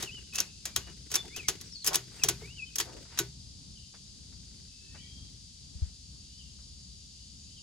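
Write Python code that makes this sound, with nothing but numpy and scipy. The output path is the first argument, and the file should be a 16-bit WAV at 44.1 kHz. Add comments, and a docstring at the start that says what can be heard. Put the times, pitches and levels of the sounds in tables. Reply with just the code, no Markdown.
"""At the edge of a wood, a ratchet strap is cranked tight over a metal stand on a vehicle rack.
The pawl scrapes and snaps in shaped noise, clicks and ringing steel; damped modes knock in the rack.
The webbing is made of many tiny slips, its loose end gathered with a soft rustle; a few dull bumps follow.
Birds whistle in gliding sines with wooded echoes, insects drone in filtered noise, the air rumbles faintly."""
import sys
import numpy as np
from scipy import signal
from scipy.fft import rfft, irfft, next_fast_len
from scipy.io import wavfile

SR = 44100
rng = np.random.default_rng(int(sys.argv[2]) if len(sys.argv) > 2 else 0)


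def generate_wav(signal):
    """Clip the signal to [-1, 1] and save it as 16-bit WAV at the path in sys.argv[1]."""
    frames = np.transpose(np.atleast_2d(signal))
    scaled = np.clip(frames, -1, 1) * 32767
    pcm = np.round(scaled).astype(np.int16)
    wavfile.write(sys.argv[1], SR, pcm)


N = 336041
TIME = np.arange(N) / SR

# Levels in the tables are relative: layer gains come on top.
# the pawl snaps home: (time [s], level [dB], crack over ring [dB], top sheen [dB],
# low note [Hz], middle note [Hz], high note [Hz], level of the notes [dB])
PAWL_SNAPS = [(0.403, -14.5, 9.5, -8, 1520, 5150, 5517, -1.5), (0.762, -11, 7, 4, 3210, 5264, 6350, 1),
              (1.1554, -12.5, 8.5, 6, 2310, 5470, 10460, 1), (1.4844, -10.5, 5, 5.5, 3208, 5150, 11089, 0),
              (1.8735, -9.5, 1, 12, 5330, 10244, 12069, 6),
              (1.955, -13.5, 4.5, 13.5, 4688, 5450, 9900, 4.5), (2.2365, -10, 8, 5, 3230, 5900, 8700, 5.5),
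              (2.287, -10, 1, 12, 3240, 7170, 9300, -9), (2.801, -20.5, 3, 11, 1930, 3210, 5600, 7.5),
              (3.189, -10.5, 7, 3.5, 3840, 7175, 11640, 6.5)]
# the pawl drags softly up a tooth: (time [s], level [dB], rise [ms], low-mid body [dB], top sheen [dB])
PAWL_DRAGS = [(0.002, -35, 2.9, -9, -9), (0.333, -33.5, 11, 13, -2), (1.102, -30, 9.3, 2, -1)]
# the pawl clicks over a tooth: (time [s], level [dB], rise [ms], low-mid body [dB], top sheen [dB])
PAWL_TICKS = [(0.0236, -24, 3.5, 13, 9.5), (0.3447, -32, 1.3, -13, 2), (0.3532, -23, 2.5, -8, 8),
              (0.3818, -17.5, 1.54, 1.5, -10), (0.653, -20, 2.1, -11, 3), (1.115, -22, 0.95, -10, 2.5),
              (1.139, -20, 2.6, 8.5, 7), (1.361, -23, 2.1, -19, 0), (1.61, -33, 1.4, -21, 4),
              (1.8436, -23, 2, 2, 8.5), (1.8614, -19.5, 2.7, 1, 12), (1.931, -18.5, 1.9, -14, -4),
              (1.943, -17.5, 1.1, 7.5, 5), (2.7564, -27, 0.67, -22, 13), (2.783, -20, 1.6, -11, 11),
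              (2.7992, -20, 0.9, 11.5, 4), (3.174, -34.5, 0.56, 15, -9)]
# modes of the ratchet's steel: (frequency [Hz], level [dB], t60 [s])
STEEL_MODES = [(1110, -15, .12), (1491, -11, .14), (1920, -13, .12), (2293, -15, .1), (2605, -16, .07),
               (3250, -7, .08), (3780, -6, .07), (4511, -9, .16), (5000, -7, .1), (5250, -9, .12),
               (5525, -8, .11), (5720, -7, .1), (6078, -9, .09), (6196, -7, .15), (6560, -3, .1),
               (6586, -2, .11), (6934, -9, .12), (7025, -8, .12), (7176, -7, .09), (10200, -9, .07),
               (10610, -12, .07), (11030, -8, .06), (14170, -15, .06)]
# colour of the cracks: (frequency [Hz], density [dB])
CRACK_COLOUR = [(400, -33), (1500, -39), (3000, -10), (3700, 4), (4500, -8), (5900, 17.5), (7200, -3),
                (9200, 6), (10500, -2), (11800, 6.5), (13200, -6), (15200, 2), (16000, -30)]
# colour of the chattering ring: (frequency [Hz], density [dB])
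RING_COLOUR = [(200, -11), (400, -12), (600, -14.5), (1300, -4), (2200, -5), (3500, 2), (4400, 0),
               (6200, 6.5), (7600, 0.5), (9200, -0.5), (10400, -2.5), (11900, -4), (13200, -8),
               (15000, -10)]
# colour of the scattered tail: (frequency [Hz], density [dB])
TAIL_COLOUR = [(200, -4), (400, -1), (1500, -2), (3500, 1), (6500, -0.5), (9000, -12), (11500, -7),
               (13000, -18), (16000, -24)]
# the sharper the crack, the less low-mid body a snap has: [dB] with no crack to spare, [dB] lost per dB
BODY_DB, BODY_PER_CRACK = 8, 0.45

# modes of the rack and stand tubes: (frequency [Hz], level [dB], t60 [s])
RACK_MODES = [(123.5, -7.5, 0.65), (159.8, -11.5, 0.36), (337.7, -2.5, 0.12), (375, -5.5, 0.13),
              (398, -6, 0.2), (442.5, -4, 0.1), (590, -13, 0.024), (720, -2.5, 0.023), (948, -17, 0.18)]
# the stand shifts on the rack: (time [s], level [dB])
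STAND_SHIFTS = [(0.029, -46), (0.889, -53), (1.254, -50.5), (2.42, -46)]
SHIFT_TILT_DB = -1  # per octave
# the strap grows taut over this time; snaps and ticks then jolt the rack harder, deeper and later
TIGHTEN_S = 3.02
SLACK_KNOCK_DB, TAUT_KNOCK_DB = -34.5, -26  # relative to the contact
SLACK_TILT_DB, TAUT_TILT_DB = 5, 1  # per octave
SLACK_DELAY_S, TAUT_DELAY_S = 0.00249, 0.01111

# rustle of the strap while the handle is worked: (time [s], level [dB])
STRAIN_RUSTLE = [(0.0, -58.5), (0.61, -70.5), (1.4, -59), (1.64, -58.5), (1.89, -85), (2.09, -61.5),
                 (2.7, -68), (3.03, -65), (3.4, -85)]
STRAIN_LIFT_DB = 2.5
# the loose end is gathered up with a soft rustle; the length is the spread of its bell-shaped swell
GATHER_S, GATHER_LENGTH_S, GATHER_DB = 4.75, 0.61, -70.5
# webbing slips or is brushed by a hand:
# (time [s], level [dB], spread of the swell [s], centre [Hz], band edge over centre [ratio])
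STRAP_RUBS = [(0.008, -43.5, 0.04, 1500, 5.1), (0.894, -59, 0.024, 1280, 2),
              (1.258, -55.5, 0.015, 740, 1.16), (1.924, -35, 0.0084, 780, 1.44),
              (2.197, -54.5, 0.056, 756, 8.7), (2.425, -57.5, 0.057, 930, 8.9),
              (2.892, -53, 0.034, 630, 1.8), (2.954, -52.5, 0.051, 417, 1.34),
              (3.16, -55.5, 0.042, 1430, 2.2), (5.845, -67, 0.05, 1100, 3.7)]
# colour of the woven fibres: (frequency [Hz], density [dB])
FIBRE_COLOUR = [(150, 6.5), (380, 10), (800, -19), (1600, -3.5), (3000, -3), (7000, -5.5), (14000, -24)]
# slack webbing pats the stand: (time [s], level [dB])
WEBBING_PATS = [(0.17, -65), (0.868, -52.5), (2.108, -62), (2.41, -58), (2.964, -56), (3.049, -60.5),
                (3.113, -63), (3.936, -57), (4.318, -67), (4.943, -53), (6.585, -68)]
# dull bumps: (time [s], level [dB])
DULL_BUMPS = [(5.752, -35.5), (5.819, -21), (5.868, -38.5)]

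# near bird notes slur from one pitch to another:
# (time [s], length [s], start pitch [Hz], end pitch [Hz], level [dB], place of the peak [share of length])
NEAR_NOTES = [(.052, .048, 3100, 2550, -39.5, 1), (.095, 0.04, 2500, 3080, -45, 0.8),
              (.122, 0.09, 3086, 2795, -44.5, 0.28), (.325, 0.068, 2570, 2653, -39.5, 0.43),
              (.372, 0.066, 2840, 2540, -43.5, 0.15), (.675, 0.08, 2390, 2360, -53, 0.83),
              (.78, 0.14, 2880, 2920, -55.5, 0.5), (1.166, 0.055, 3540, 3494, -32.5, 0.32),
              (1.3, 0.081, 2060, 2690, -47, 0.75), (1.368, 0.047, 3090, 2420, -41.5, 0.84),
              (1.41, 0.072, 2460, 2100, -47, .2), (2.12, 0.12, 8230, 7970, -49, 0.39),
              (2.192, 0.058, 2770, 2380, -38.5, 0.39), (2.405, 0.16, 2086, 3040, -47.5, 0.58),
              (2.56, 0.055, 3100, 2510, -41, 0.78), (2.615, 0.037, 2496, 2550, -39, 0.21),
              (2.655, 0.05, 3150, 2990, -53, .4)]
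# a high, fluttering phrase that rises and tumbles down:
# (time [s], length [s], start pitch [Hz], end pitch [Hz], level [dB], place of the peak [share of length])
HIGH_PHRASE = [(1.645, 0.043, 5380, 5900, -48, 0.56), (1.652, .022, 8200, 8100, -52, .5),
               (1.712, 0.036, 5840, 4800, -42.5, 0.79), (1.745, 0.04, 4750, 4200, -40, .35),
               (1.792, 0.02, 4250, 4520, -45, .6), (1.815, 0.03, 4470, 3170, -40, 0.19)]
# far off, one bird repeats a falling chip: (time [s], level [dB])
FAR_CHIPS = [(3.755, -54.5), (6.386, -54), (7.562, -55)]
CHIP_S, CHIP_FROM_HZ, CHIP_TO_HZ, CHIP_PEAK_SHARE = 0.041, 3170, 2750, 0.14
# other far birds sing long notes and faint slurs:
# (time [s], length [s], start pitch [Hz], end pitch [Hz], level [dB], place of the peak [share of length])
FAR_HELD_NOTES = [(4.676, 0.32, 2617, 2646, -65.5, 0.57), (4.804, 0.27, 1740, 1975, -72, 0.68),
                  (4.952, 0.12, 2390, 2250, -64, .2), (4.969, 0.066, 2955, 3250, -55.5, 0.65),
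                  (5.03, 0.26, 3225, 3240, -59.5, 0.087), (6.2, 0.19, 2700, 3080, -70, 0.84),
                  (7.102, 0.16, 2750, 3070, -69, 0.7), (7.422, 0.14, 2556, 3190, -66, 0.98)]
NOTE_END_DB, NOTE_EDGE_S = -9, 0.005  # a note swells to its peak and sinks again
ECHO_S, ECHO_DB = 0.118, -24  # the edge of the wood throws near notes back

# colour of the insect chorus: (frequency [Hz], density [dB])
CHORUS_COLOUR = [(880, -48.5), (1500, -29.5), (2390, -17), (2970, -8.5), (4240, -1.5), (4780, 2),
                 (5490, -1.5), (7030, -4), (8240, -10.5), (9470, -9.5), (12000, -31.5), (12800, -32),
                 (16000, -48)]
# the chorus eases a little and then stays level
CHORUS_DB, CHORUS_EASE_DB, CHORUS_EASE_S = -54, 1.1, 2.5
# single singers: (frequency [Hz], width [Hz], start level [dB], end level [dB],
# pulse rate [1/s], pulse depth [0-1])
INSECT_SINGERS = [(4768, 260, -64, -61, 53, 0.3), (6790, 27, -96, -65.5, 34, 0.3)]
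# colour of the air rumble: (frequency [Hz], density [dB])
AIR_COLOUR = [(12, -77), (20, -29), (46, -5.5), (65, 1.5), (76, -4), (92, -6), (183, -10), (275, -17),
              (309, -24), (445, -30.5), (561, -36.5), (1080, -41.5), (2000, -48), (2600, -82), (4400, -120)]
AIR_DB = -54.5

# how far the left side leads the right: (frequency [Hz], phase [rad])
SIDE_PHASE = [(0, 0), (950, -0.0), (1460, 0.7), (3790, 0.5), (5770, 1.7), (7150, 0.1), (8350, -2.3),
              (9560, -3.5), (10400, -6.0), (11600, -6.4), (12700, -9.2), (13900, -9.7), (14600, -12.2),
              (16500, -12.8)]
CUTOFF_HZ = 15900


def from_db(db):
    """Decibels to gain."""
    return 10 ** (np.asarray(db) / 20)


def rms_one(x):
    """Scale to unit rms."""
    return x / np.sqrt(np.mean(x ** 2) + 1e-20)


def add(track, s, sound):
    """Mix a sound into a track from time s on."""
    start = max(round(s * SR), 0)
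    track[..., start:start + sound.shape[-1]] += sound[..., :N - start]


def colour(x, spectrum):
    """Shape by a smooth spectrum; white noise keeps its power."""
    size = next_fast_len(N + 4096)
    hz, db = np.transpose(spectrum)
    bins = np.maximum(np.fft.rfftfreq(size, 1 / SR), 1)
    gain = from_db(np.interp(np.log(bins), np.log(hz), db))
    return irfft(rfft(x, size) * rms_one(gain), size)[..., :N]


def butter(x, hz, kind):
    """Recursive Butterworth filter of order two."""
    return signal.sosfilt(signal.butter(2, hz, kind, fs=SR, output="sos"), x)


def gentle(x, hz, kind):
    """First-order recursive filter."""
    return signal.lfilter(*signal.butter(1, hz, kind, fs=SR), x)


def drift(rate):
    """Random wander: straight lines between normal random values, `rate` of them per second."""
    knots = rng.standard_normal(12000)
    return np.interp(TIME * rate, np.arange(len(knots)), knots)


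def ring(x, hz, t60):
    """A two-pole resonator: a unit click sets a decaying sine of height 1 ringing."""
    radius, w = from_db(-60 / (t60 * SR)), 2 * np.pi * hz / SR
    return signal.lfilter([0, np.sin(w)], [1, -2 * radius * np.cos(w), radius * radius], x + 1e-18)


def fade(t, t60):
    """Exponential decay, 60 dB down after t60 seconds."""
    return np.exp(-np.log(1000) * t / t60)


def bell(t, centre, spread):
    """A swell shaped like a bell."""
    return np.exp(-.5 * ((t - centre) / spread) ** 2)


def stereo_noise(alike, size=N):
    """Two white noises with a given correlation."""
    mid, side = rng.standard_normal((2, size))
    return (np.sqrt(1 + alike) * mid + np.sqrt(1 - alike) * side * [[1], [-1]]) / np.sqrt(2)


def pan(x, left_db):
    """Level difference between the sides."""
    return x * from_db([[left_db / 2], [-left_db / 2]])


def struck(blows, modes, spread_db, tilts):
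    """Every blow excites every mode with a strength of its own; a tilt favours the high or the low ones."""
    at = [round(row[0] * SR) for row in blows]
    blow_db = np.array([[row[1]] for row in blows])
    strength_db = blow_db + spread_db * rng.standard_normal((len(blows), len(modes)))
    middle_hz = np.median([mode[0] for mode in modes])
    out = np.zeros(N)
    for k, (hz, db, t60) in enumerate(modes):
        clicks = np.zeros(N)
        tilt_db = tilts * np.log2(hz / middle_hz)
        clicks[at] = from_db(strength_db[:, k] + db + tilt_db) * (-1) ** k
        out += ring(clicks, hz, t60)
    return out


def pawl_scrapes():
    """Everything the pawl does between snaps: clicks over the teeth and soft drags up them."""
    return PAWL_TICKS + PAWL_DRAGS


def ratchet(ring_t60=0.068, tail_t60=0.22, crack_t60=0.0058, same=0.3, snap_db=-14.5, scrape_db=-9,
            tail_db=-12.5, chatter_db=3.5, tooth_crack_db=-8, rebound_db=-10, rebound_s=0.003,
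            impact_db=15, grit_db=3):
    """Each contact cracks, chatters in small steel parts, scatters off the vehicle and rebounds."""
    t = np.arange(SR // 3) / SR
    cracks, rings, tails = np.zeros((3, 2, N))
    parts = stereo_noise(0.81, size=len(t))  # shared by every contact

    def contact(body_db, sheen_db):
        """The point of contact changes the fine ring and its balance of lows and highs; the highs die first."""
        grain = np.sqrt(same) * parts + np.sqrt(1 - same) * stereo_noise(0.36, size=len(t))
        low, high = gentle(grain, 2000, "low"), gentle(grain, 9000, "high")
        return grain + (from_db(body_db) - 1) * low + (from_db(sheen_db) * fade(t, 0.098) - 1) * high

    def scatter():
        """Reflections build up over some milliseconds and differ between the sides."""
        build_up = 1 - fade(t, 0.03)
        return from_db(tail_db) * stereo_noise(0.41, size=len(t)) * fade(t, tail_t60) * build_up

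    def click():
        """Steel meets steel in one hard impact with a little grit behind it."""
        grit = rng.standard_normal(len(t)) * fade(t, crack_t60) * (1 - fade(t, 0.00066))
        return from_db(impact_db) * (t == 0) + from_db(grit_db) * grit

    def rebounds(s, gain):
        """A few tiny clicks of uneven spacing and strength."""
        for delay in np.cumsum(rebound_s * rng.uniform(.3, 1.7, size=5)):
            strength = from_db(rebound_db + rng.normal(0, 1.1)) * fade(delay, ring_t60)
            add(rings, s + delay, gain * strength * click() * 2)

    slide_s = 0.0056  # the pawl slips off the tip of the tooth just before it lands
    for s, db, crack_db, sheen_db, *_ in PAWL_SNAPS:
        body_db = BODY_DB - BODY_PER_CRACK * crack_db
        gain = from_db(db + snap_db)
        slide = contact(body_db, sheen_db) * (t / slide_s) ** 2 * (t < slide_s)
        add(rings, s - slide_s, gain * from_db(-8.5) * slide)
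        add(cracks, s + 0.00042, gain * from_db(crack_db) * click())
        add(rings, s, gain * contact(body_db, sheen_db) * fade(t, ring_t60) * (1 - fade(t, 0.0046)))
        add(tails, s, gain * scatter())
        rebounds(s, gain)

    scrapes = pawl_scrapes()
    for s, db, rise_ms, body_db, sheen_db in scrapes:
        gain = from_db(db + scrape_db)
        rise = 1 - np.exp(-1000 * t / rise_ms)
        grain = contact(body_db, sheen_db)
        tooth_crack = from_db(tooth_crack_db) * grain[0] * fade(t, 3 * crack_t60)
        add(cracks, s + rise_ms / 1000, gain * tooth_crack)
        add(rings, s, gain * grain * rise * fade(t, 0.083))
        add(tails, s, gain * scatter())
        rebounds(s, gain)

    rings = rings * rms_one(from_db(chatter_db * drift(1100)))  # loose parts rebound about once a millisecond
    snap_steel = from_db(-26.5) * struck(PAWL_SNAPS, STEEL_MODES, spread_db=4, tilts=0)
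    scrape_steel = from_db(-23.5) * struck(scrapes, STEEL_MODES, spread_db=3.5, tilts=0)
    noises = colour(cracks, CRACK_COLOUR) + colour(rings, RING_COLOUR) + colour(tails, TAIL_COLOUR)
    return noises + snap_steel + scrape_steel + pawl_notes()


def pawl_notes(t60=0.052, note_db=-23, high_tilt_db=-1):
    """The pawl and handle ring with three short notes that depend on where they meet."""
    out, t = np.zeros(N), np.arange(SR // 8) / SR
    for s, db, _, _, *pitches, ring_db in PAWL_SNAPS:
        for hz in pitches:
            level_db = db + ring_db + note_db + high_tilt_db * np.log2(hz / pitches[1])
            add(out, s, from_db(level_db) * np.sin(2 * np.pi * hz * t) * fade(t, t60))
    return out


def rack_knocks():
    """The strap passes snaps and ticks on as far as it is taut: (time [s], level [dB], tilt [dB/octave])."""
    s, db = np.transpose([row[:2] for row in PAWL_SNAPS + PAWL_TICKS])
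    delay_s = np.interp(s, [0, TIGHTEN_S], [SLACK_DELAY_S, TAUT_DELAY_S])
    gain_db = np.interp(s, [0, TIGHTEN_S], [SLACK_KNOCK_DB, TAUT_KNOCK_DB])
    tilt_db = np.interp(s, [0, TIGHTEN_S], [SLACK_TILT_DB, TAUT_TILT_DB])
    shifts = [(at, level, SHIFT_TILT_DB) for at, level in STAND_SHIFTS]
    return np.array([*zip(s + delay_s, db + gain_db, tilt_db)] + shifts)


def rack():
    """Jolts through the strap and shifts of the stand ring the damped modes of the tubes."""
    knocks = rack_knocks()
    tubes = struck(knocks, RACK_MODES, spread_db=3.5, tilts=knocks[:, 2])
    return from_db(1.5) * butter(tubes, 880, "low")


def rustle_db():
    """Level of the webbing: strained while cranking, then loosely gathered."""
    strained = from_db(np.interp(TIME, *np.transpose(STRAIN_RUSTLE)) + STRAIN_LIFT_DB)
    gathered = from_db(GATHER_DB) * bell(TIME, GATHER_S, GATHER_LENGTH_S)
    return 20 * np.log10(np.hypot(strained, gathered))


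def slipping(slips_per_s, stand_t60, uneven_db=4, count=6):
    """Random uneven slips at several places along the stand, each place with a ring of its own; rms 1."""
    t = np.arange(SR // 10) / SR
    happens = rng.random(N) < slips_per_s / SR
    slips = happens * rng.standard_normal(N) * from_db(uneven_db * rng.uniform(-1.1, 1, N))
    place = rng.integers(0, count, N)
    out = np.zeros((2, N))
    for k in range(count):
        response = stereo_noise(0.55, size=len(t)) * fade(t, stand_t60)
        out += signal.oaconvolve((slips * (place == k))[None], response, axes=1)[:, :N]
    return rms_one(out)


def webbing(slips_per_s=170, rub_slips_per_s=2500, stand_t60=0.048, fibre_db=-13):
    """Fibres catch and slip, each slip ringing briefly in the stand; under a hand they merge into a soft rub."""
    fibres = colour(slipping(slips_per_s, stand_t60), FIBRE_COLOUR)
    rubbing = slipping(rub_slips_per_s, stand_t60)
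    out = fibres * from_db(rustle_db() + drift(46))
    for s, db, spread, hz, width in STRAP_RUBS:
        near = np.abs(TIME - s) < 4 * spread
        swell = from_db(db) * bell(TIME[near], s, spread)
        rub = rms_one(butter(rubbing[:, near], [hz / width, hz * width], "band"))
        out[:, near] += swell * (rub + from_db(fibre_db) * fibres[:, near])
    return out


def pats(swell_s=0.0097, low_hz=330, high_hz=2100):
    """Slack webbing lands on the stand in one soft, compact knock."""
    out, t = np.zeros((2, N)), np.arange(SR // 8) / SR
    for s, db in WEBBING_PATS:
        cloth = rms_one(butter(stereo_noise(0.35, size=len(t)), [low_hz, high_hz], "band"))
        add(out, s, from_db(db) * cloth * t / swell_s * np.exp(1 - t / swell_s))
    return out


def bumps(hz=70, swell_s=0.0094, skew=0.56):
    """A heavily damped low thud swells and dies within a few cycles, out of step on the two sides."""
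    out, t = np.zeros((2, N)), np.arange(SR // 5) / SR
    shape = (t / swell_s * np.exp(1 - t / swell_s)) ** 1.43
    thud = -shape * np.sin(2 * np.pi * hz * t + skew * np.array([[1], [-1]]))  # skew in radians
    for s, db in DULL_BUMPS:
        add(out, s, from_db(db) * thud)
    return out


def whistle(notes, waver):
    """Nearly pure tones that ease from pitch to pitch, swell and sink."""
    out = np.zeros(N)
    for s, length, from_hz, to_hz, db, peak_share in notes:
        t = np.arange(0, length, 1 / SR)
        along = t / t[-1]
        glide = from_hz + (to_hz - from_hz) * np.sin(np.pi / 2 * along) ** 2
        pitch = glide * (1 + waver * drift(254)[:len(t)])
        swell_db = np.interp(along, [0, peak_share, 1], [NOTE_END_DB, 0, NOTE_END_DB])
        ends = np.clip(np.minimum(t, t[-1] - t) / NOTE_EDGE_S, 0, 1)
        tone = np.sin(2 * np.pi * np.cumsum(pitch) / SR)
        add(out, s, np.sqrt(2) * from_db(db + swell_db) * ends * tone)
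    return out


def far_notes():
    """Chips and held notes from deep in the wood, as rows for whistle()."""
    chips = [(s, CHIP_S, CHIP_FROM_HZ, CHIP_TO_HZ, db, CHIP_PEAK_SHARE) for s, db in FAR_CHIPS]
    return chips + FAR_HELD_NOTES


def wood(x, t60):
    """Countless weak echoes from trunks and leaves."""
    t = np.arange(SR) / SR
    echoes = rng.standard_normal((2, SR)) * fade(t, t60) * (1 - fade(t, 0.014))
    return signal.fftconvolve(x[None], rms_one(echoes) / np.sqrt(SR), axes=1)[:, :N]


def birds(flutter_db=5, high_flutter_db=6.5):
    """Near notes are clear with one faint echo, high slurs blur in the leaves, far notes are mostly echoes."""
    near = whistle(NEAR_NOTES, waver=0.0086) * from_db(flutter_db * np.minimum(drift(90), 1))
    high = whistle(HIGH_PHRASE, waver=0.0214) * from_db(high_flutter_db * np.minimum(drift(160), 1))
    far = whistle(far_notes(), waver=0.014)
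    near_blurred = from_db(-4.5) * near + from_db(-12) * wood(near, t60=.06)
    high_blurred = from_db(-7) * high + from_db(-6.5) * wood(high, t60=.06)
    echo = from_db(ECHO_DB) * np.interp(TIME - ECHO_S, TIME, near, left=0)
    long_tail = from_db(-17) * wood(near + high, t60=1.0)
    far_blurred = from_db(-3) * far + from_db(1.0) * wood(far, t60=0.57)
    return near_blurred + high_blurred + echo + long_tail + far_blurred


def insects():
    """A distant chorus blends into a hiss, with a few narrow pulsing voices standing out."""
    chorus_db = CHORUS_DB + CHORUS_EASE_DB * np.exp(-TIME / CHORUS_EASE_S)
    out = from_db(chorus_db + 0.043 * drift(27)) * colour(stereo_noise(0.24), CHORUS_COLOUR)
    for hz, width_hz, start_db, end_db, per_s, depth in INSECT_SINGERS:
        buzz = rms_one(butter(stereo_noise(0.84), [hz - width_hz / 2, hz + width_hz / 2], "band"))
        pulsing = 1 + depth * np.sin(2 * np.pi * per_s * TIME + drift(2))
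        out += buzz * pulsing * from_db(np.linspace(start_db, end_db, N) + drift(26))
    return out


def air(settle_db=3.5):
    """Low outdoor rumble, alike on both sides in the bass only; its upper part slowly settles."""
    noise = butter(stereo_noise(0.83), 253, "low") + butter(stereo_noise(0), 400, "high")
    upper = gentle(noise, 180, "high")
    settling = from_db(settle_db * (1.3 - TIME / TIME[-1]))
    noise = noise + upper * (settling - 1)
    return from_db(AIR_DB + 2 * drift(6.5)) * colour(noise, AIR_COLOUR)


def off_axis(x):
    """Sound from one side reaches left and right out of step, by a phase that varies with frequency."""
    size = next_fast_len(N + 4096)
    phase = np.interp(np.fft.rfftfreq(size, 1 / SR), *np.transpose(SIDE_PHASE))
    left = irfft(rfft(x[0], size) * np.exp(1j * phase), size)[:N]
    return np.array([left, x[1]])


def scene():
    """Ratchet, rack and strap close by; the wood all around."""
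    close = pan(off_axis(from_db(1.5) * ratchet()), left_db=1.5)
    close = close + pan(rack() + webbing() + pats(), left_db=2.5) + pan(bumps(), left_db=4)
    around = pan(off_axis(birds()), left_db=2.5) + pan(off_axis(insects()), left_db=3)
    return close + around + pan(air(), left_db=2)


def record(dry):
    """The top is cut steeply by an elliptic low-pass."""
    return signal.sosfilt(signal.ellip(10, .1, 80, CUTOFF_HZ, fs=SR, output="sos"), dry)


dry = scene()
out = record(dry)
generate_wav(out)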